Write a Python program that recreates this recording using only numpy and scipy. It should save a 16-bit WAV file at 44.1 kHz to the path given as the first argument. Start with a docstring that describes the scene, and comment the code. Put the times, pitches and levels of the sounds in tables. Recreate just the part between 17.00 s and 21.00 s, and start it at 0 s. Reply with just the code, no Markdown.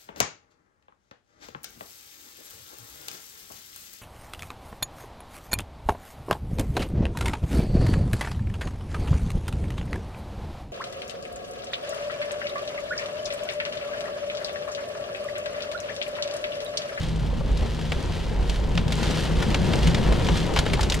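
"""Heavy rain on a windscreen, heard from inside a car driving along a flooded road.
Fine drops patter on the glass in flurries and fat ones smack it with a bright spray.
The tyres churn water under the floor, where it drums in waves and knocks on the panels.
Underneath, the engine hums, the cabin booms with the road, and the wipers thump softly as they turn."""
import sys
import numpy as np
from scipy import signal
from scipy.fft import rfft, irfft
from scipy.io import wavfile
from scipy.ndimage import uniform_filter1d

SR = 44100
rng = np.random.default_rng(int(sys.argv[2]) if len(sys.argv) > 2 else 0)


def int16_out(signal):
    """Quantize to a 16-bit WAV file."""
    q = np.round(np.clip(np.atleast_2d(signal).T, -1, 1) * 32767)
    wavfile.write(sys.argv[1], SR, q.astype(np.int16))


N = 176400

# tone of a drop smacking the glass: (frequency [Hz], relative level [dB])
SMACK_COLOUR = [(500,-21),(1200,-11),(2000,-4),(2500,0),(3100,2.5),(4500,-1),(7000,-12.5),(12000,-45)]


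def undb(db):
    """Decibels to gain."""
    return 10 ** (np.asarray(db) / 20)


def curve(rows):
    """Join (time [s], value) points by straight lines."""
    return np.interp(np.arange(N) / SR, *np.array(rows).T)


def over_freq(rows, size=N):
    """Join (frequency [Hz], value) points on a log-frequency axis."""
    hz, value = np.array(rows, float).T
    return np.interp(np.log(np.arange(size // 2 + 1) * SR / size + 1), np.log(hz + 1), value)


def colour(x, rows):
    """Minimum-phase EQ of unit energy, shaped by (frequency [Hz], level [dB]) points."""
    size = 32768
    cepstrum = irfft(np.log(undb(over_freq(rows, size))), size)
    cepstrum[1:size // 2] *= 2  # folded forward, so the ring follows the hit
    cepstrum[size // 2 + 1:] = 0
    ring = irfft(np.exp(rfft(cepstrum)), size)[:size // 2]
    return signal.fftconvolve(x, ring[None] / np.linalg.norm(ring), axes=1)[:, :x.shape[1]]


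def drift(per_s):
    """Smooth random wander with a spread near 1."""
    hold = int(SR / per_s)
    steps = np.repeat(rng.standard_normal(N // hold + 1), hold)
    return np.sqrt(2) * uniform_filter1d(uniform_filter1d(steps, hold), hold)[:N]


def impacts(per_s, spread_db, decay_s, tail_db):
    """Two independent showers of hits at rms 1, most weak, a few strong, each with a noisy splash."""
    strength = undb(spread_db * np.minimum(rng.exponential(size=(2, N)), 6))
    hits = (rng.random((2, N)) < per_s / SR) * strength * rng.choice([-1, 1], (2, N))
    pole = np.exp(-2 / (decay_s * SR))
    splash_env = np.sqrt(signal.lfilter([1 - pole], [1, -pole], hits ** 2))
    shower = hits + undb(tail_db) * splash_env * rng.standard_normal((2, N))
    return shower / np.sqrt(np.mean(shower ** 2))


def thud(at, db, hz, rise_s):
    """A soft blow that swells and dies in a low resonance of the car."""
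    age = np.maximum(np.arange(N) / SR - at, 0)
    env = age / rise_s * np.exp(1 - age / rise_s)
    return undb(db) * env * np.sin(2 * np.pi * (hz * age + rng.random()))


def road_rumble():
    """The road shakes the panels and makes the cabin air boom."""
    # rumble through the body: (time [s], relative level [dB])
    road_level = [(0,-32),(.6,-31.5),(1.2,-35.5),(1.6,-35),(1.75,-27.5),(1.95,-28.5),(2.2,-28.5),(2.35,-28.5),(2.55,-26.5),(2.7,-24.5),(3.35,-26),(3.5,-30),(4,-29.5)]
    # its tone: (frequency [Hz], relative level [dB])
    road_colour = [(40,-16),(80,0.5),(100,-3),(125,1.5),(165,2),(195,-5.5),(225,-3),(270,-11),(400,-23.5),(1000,-67)]
    # cabin boom: (time [s], level [dB])
    boom_level = [(0,-27.5),(.4,-24),(.8,-31.5),(1.15,-28.5),(1.5,-22.5),(2.1,-30.5),(2.7,-23),(3.3,-24),(3.5,-28.5),(4,-23.5)]
    # its tone: (frequency [Hz], relative level [dB])
    boom_colour = [(5,-20),(15,-6),(25,-6.5),(35,-9.5),(44,2),(52,5),(60,-2.5),(72,-14.5),(110,-12),(300,-74)]
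    road = colour(rng.standard_normal((2, N)), road_colour) * undb(curve(road_level) + 0.5)
    boom = colour(rng.standard_normal((2, N)), boom_colour) * undb(curve(boom_level))
    return road + boom


def engine():
    """A low hum of three firing orders, wavering in pitch and strength."""
    # engine speed: (time [s], firing rate [Hz])
    firing_rate = [(0,82.3),(.45,77.4),(.75,79.8),(1.05,84.03),(1.5,85.3),(1.8,83.5),(2.25,80.16),(2.5,85.7),(2.7,79.4),(2.95,84.2),(3.3,82),(3.7,84.97),(4,84.3)]
    # first three orders: (level [dB])
    orders_db = [-38.5,-38.5,-53.5]
    pitch_waver, waver_db = 0.01224, 3.5
    phase = 2 * np.pi * np.cumsum(curve(firing_rate) * (1 + pitch_waver * drift(14))) / SR
    return sum(np.sqrt(2) * np.sin(order * phase) * undb(db + waver_db * drift(9))
               for order, db in enumerate(orders_db, 1))


def wiper_thumps():
    """The wipers and the car's body give deep, soft thumps."""
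    # thumps: (time [s], level [dB])
    thumps = [(.505,-17.5),(0.614,-16.5),(0.956,-17),(2.371,-13),(3.24,-15.5),(3.585,-12),(3.815,-18.5)]
    return sum(thud(at, db, hz=51.3, rise_s=0.0093) for at, db in thumps)


def tyre_churn():
    """Water thrown by the tyres slaps the wheel arches and floor in a dense, uneven wash."""
    # water under the wheels: (time [s], relative level [dB])
    churn_level = [(0,-37),(.35,-38.5),(.8,-37.5),(1.3,-36.5),(1.8,-35),(2.1,-30.5),(2.45,-32.5),(2.8,-30),(3.2,-29),(3.5,-30),(3.8,-33),(4,-32.5)]
    # its tone: (frequency [Hz], relative level [dB])
    churn_colour = [(150,-13.5),(230,-6),(300,0.5),(400,1.5),(520,0),(700,-6.5),(950,-5.5),(1150,-12.5),(1600,-16),(3000,-20.5),(8000,-66)]
    slaps = impacts(per_s=1800, spread_db=2.5, decay_s=0.017, tail_db=-2)
    return colour(slaps, churn_colour) * undb(curve(churn_level) - 0.5 + drift(18))


def floor_surges():
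    """Waves of floodwater drum on the floor pan."""
    # waves: (time [s], level [dB], pitch [Hz])
    surges = [(1.65,-22.5,162),(1.752,-18,164.7),(2.01,-24.5,226.5),(2.315,-22,159.7),(2.465,-21.5,209.6),(2.61,-23,183),(2.68,-23.5,165),(2.865,-17,169),(3.31,-19,165)]
    return sum(thud(at, db, hz, rise_s=0.014) for at, db, hz in surges)


def panel_knocks():
    """Slugs of thrown water strike the panels, which ring short and hollow."""
    # strikes: (time [s], relative level [dB], pitch [Hz], decay [ms])
    knocks = [(.329,-24.5,510,9.6),(.408,-21.5,560,7),(.921,-26,487,13.5),(1.777,-25,540,8.7),(1.889,-28,500,18),(2.55,-24,900,5.9),(3.293,-23.5,558,11),(3.774,-23,802,9),(3.7925,-12.5,865,5.5)]
    # panel resonances: (multiple of the pitch, relative level [dB])
    modes = [(1,-2.5),(1.34,-10.5),(1.54,-13),(2.08,-13.5)]
    rise_s = 0.00083
    out = np.zeros(N)
    for at, db, hz, decay_ms in knocks:
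        age = np.maximum(np.arange(N) / SR - at, 0)
        env = (1 - np.exp(-age / rise_s)) * np.exp(-age * 1000 / decay_ms)
        for ratio, mode_db in modes:
            out += env * undb(db + mode_db) * np.sin(2 * np.pi * hz * ratio * age)
    return out


def fine_rain():
    """Fine drops patter on the glass in flurries; middling ones tick through, under a bright mist."""
    # patter and ticks: (time [s], relative level [dB])
    rain_level = [(0,-39),(.08,-45),(.25,-46.5),(.4,-48.5),(.53,-45.5),(.59,-44),(.8,-43.5),(1,-42),(1.22,-43),(1.38,-47),(1.5,-41.5),(1.68,-46.5),(1.86,-45),(1.96,-39),(2.05,-33.5),(2.2,-35.5),(2.35,-39.5),(2.65,-38),(2.9,-38),(3.15,-40),(3.28,-38),(3.37,-35),(3.5,-40.5),(3.78,-41),(4,-41.5)]
    # tone of the patter: (frequency [Hz], relative level [dB])
    patter_colour = [(500,-11.5),(900,-8),(1300,-4),(1900,-3.5),(2400,-6.5),(3100,-2),(4300,-6.5),(5500,-11.5),(7000,-15.5),(8750,-19),(11800,-27.5),(15500,-39.5)]
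    # finest spray, thickening in the downpour: (time [s], level [dB])
    mist_level = [(0,-55),(.4,-73),(.53,-65),(.6,-60),(1.2,-62),(1.4,-66),(1.5,-57),(1.85,-70),(1.95,-50.5),(2.06,-49),(2.3,-55),(2.9,-51),(3.4,-53.5),(4,-50)]
    # its tone: (frequency [Hz], relative level [dB])
    mist_colour = [(2000,-30),(4500,3.5),(7000,4),(10000,-7.5),(13000,-23),(16000,-25)]
    patter = colour(impacts(per_s=2500, spread_db=3.5, decay_s=0.014, tail_db=1), patter_colour)
    ticks = colour(impacts(per_s=70, spread_db=0.5, decay_s=0.0027, tail_db=6), SMACK_COLOUR)
    mist = colour(impacts(per_s=300, spread_db=4.5, decay_s=0.0014, tail_db=-4.5), mist_colour)
    drops = (patter + undb(-9.5) * ticks) * undb(curve(rain_level) + 1)
    flutter = undb(0.5 * drift(24.24))
    return (drops + mist * undb(curve(mist_level))) * flutter


def fat_drops():
    """Each fat drop clicks, bursts at a pitch set by where it lands, and leaves a faint cabin tail."""
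    # drops on the glass and bodywork, at relative levels:
    # (time [s], knock [dB], smack [dB], spray [dB], burst decay [ms], pitch factor of knock and smack)
    drops = [(.573,-40,-31,-42,2.4,1.1),(0.9197,-21.5,-23,-39,3.3,0.74),(1.4956,-48,-27.5,-38.5,4.7,1.05),
             (1.753,-42,-31,-42,2,0.95),(1.7757,-22,-19.5,-39,2.9,0.9),(1.880,-46,-30.5,-41.5,2.8,1),(1.9215,-34,-23.5,-35.5,5.2,0.97),(2.028,-31,-32,-40,14,1),(2.108,-36,-35,-42,8,1.4),(2.181,-36,-31,-43,2.5,1.1),(2.24,-40,-37,-38,2,1.3),(2.424,-26.5,-32,-40,10,1.05),
             (2.5446,-22,-21,-36.5,4.6,0.96),(2.7345,-28,-23,-39,4.15,0.8),(2.83,-40,-27,-43,3,0.83),(2.8714,-28,-24.5,-34,5.1,0.88),(2.946,-22,-22.5,-36.5,4,1.1),(3.1231,-23,-29,-37.5,3.5,0.85),
             (3.267,-37,-27.5,-41,3.6,0.98),(3.286,-23,-26.5,-42,4.7,0.94),(3.355,-30,-33,-44,4,0.88),(3.373,-41,-27,-44,2.5,1.25),(3.465,-42,-31,-37,1,1.2),(3.5385,-28,-27,-32.5,.8,1.24),(3.5616,-20,-21,-36.5,5.6,0.79),(3.572,-23.5,-22.5,-40,6.2,0.92),
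             (3.5887,-20.5,-19,-28.5,4.55,1),(3.663,-23.5,-26,-41,3.9,0.7),(3.698,-37,-29.5,-62,4.6,0.8),(3.7334,-24.5,-23,-32.5,6,0.89),
             (3.808,-34,-26.5,-34.5,7.4,0.98),(3.830,-28,-25.5,-35,5.5,1.16),(3.8991,-37,-19,-32,2.8,1.2),(3.9213,-28,-20,-33,4.3,0.99),(3.942,-38,-26.5,-29.5,5.9,0.73)]
    # a drop's low knock: (frequency [Hz], relative level [dB])
    knock_colour = [(100,-28),(250,1),(500,-2.5),(850,-2),(1400,-3.5),(2300,-5.5),(6000,-70)]
    # its bright spray: (frequency [Hz], relative level [dB])
    spray_colour = [(2000,-42),(4500,-2.5),(7000,5),(10500,-3.5),(13000,-12),(16000,-24)]
    rise_s, tail_s = 0.00073, 0.019
    click_db, tail_db, trim_db = 10.5, -14, 0.94
    t = np.arange(4096) / SR
    click = undb(click_db) * (t == 0)
    tail = undb(tail_db) * np.exp(-t / tail_s)
    out = np.zeros((2, N + len(t)))
    for at, knock_db, smack_db, spray_db, decay_ms, pitch in drops:
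        burst = np.exp(-t * 1000 / decay_ms)
        env = (1 - np.exp(-t / rise_s)) * (burst + tail)
        start = int(at * SR)
        for db, shape, shift in ((knock_db, knock_colour, pitch),
                                 (smack_db, SMACK_COLOUR, pitch),
                                 (spray_db, spray_colour, 1)):
            splash = click + rng.choice([-1, 1], (2, len(t))) * env
            tuned_shape = np.array(shape) * [shift, 1]
            out[:, start:start + len(t)] += undb(db + trim_db) * colour(splash, tuned_shape)
    return out[:, :N]


def scene():
    """Mix the cabin in mid and side, then spread it to left and right band by band."""
    # stereo image: (frequency [Hz], left minus right [dB], side level [dB], left phase lead [rad])
    image = [(30,-1.5,-32,-0.016),(70,-1.5,-11,0.45),(125,1,-17,0.61),(260,4.5,-9.5,1),(500,6.5,-11,0.76),(806,6.5,-16,-0.91),(1680,1,-14,-0.57),(3200,0.4,-9.5,-0.18),(8000,0.5,-11.5,-0.62),(15000,-1,-7,0)]
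    tonal = panel_knocks() + engine() + wiper_thumps() + floor_surges()
    mid_side = fine_rain() + fat_drops() + tyre_churn() + road_rumble()
    mid_side[0] += tonal
    mid, side = rfft(mid_side)
    balance_db, side_db, lead = (over_freq(np.array(image)[:, [0, k]]) for k in (1, 2, 3))
    sign = np.array([[1], [-1]])  # left, right
    stereo = mid + sign * undb(side_db) * side
    pan = undb(sign * balance_db / 2) * np.exp(0.5j * sign * lead)
    return irfft(stereo * pan, N)


def record(dry):
    """A steep low-pass takes off the very top."""
    cutoff_hz = 15800
    return signal.sosfilt(signal.ellip(10, 0.2, 80, cutoff_hz, fs=SR, output="sos"), dry)


dry = scene()
out = record(dry)
int16_out(out)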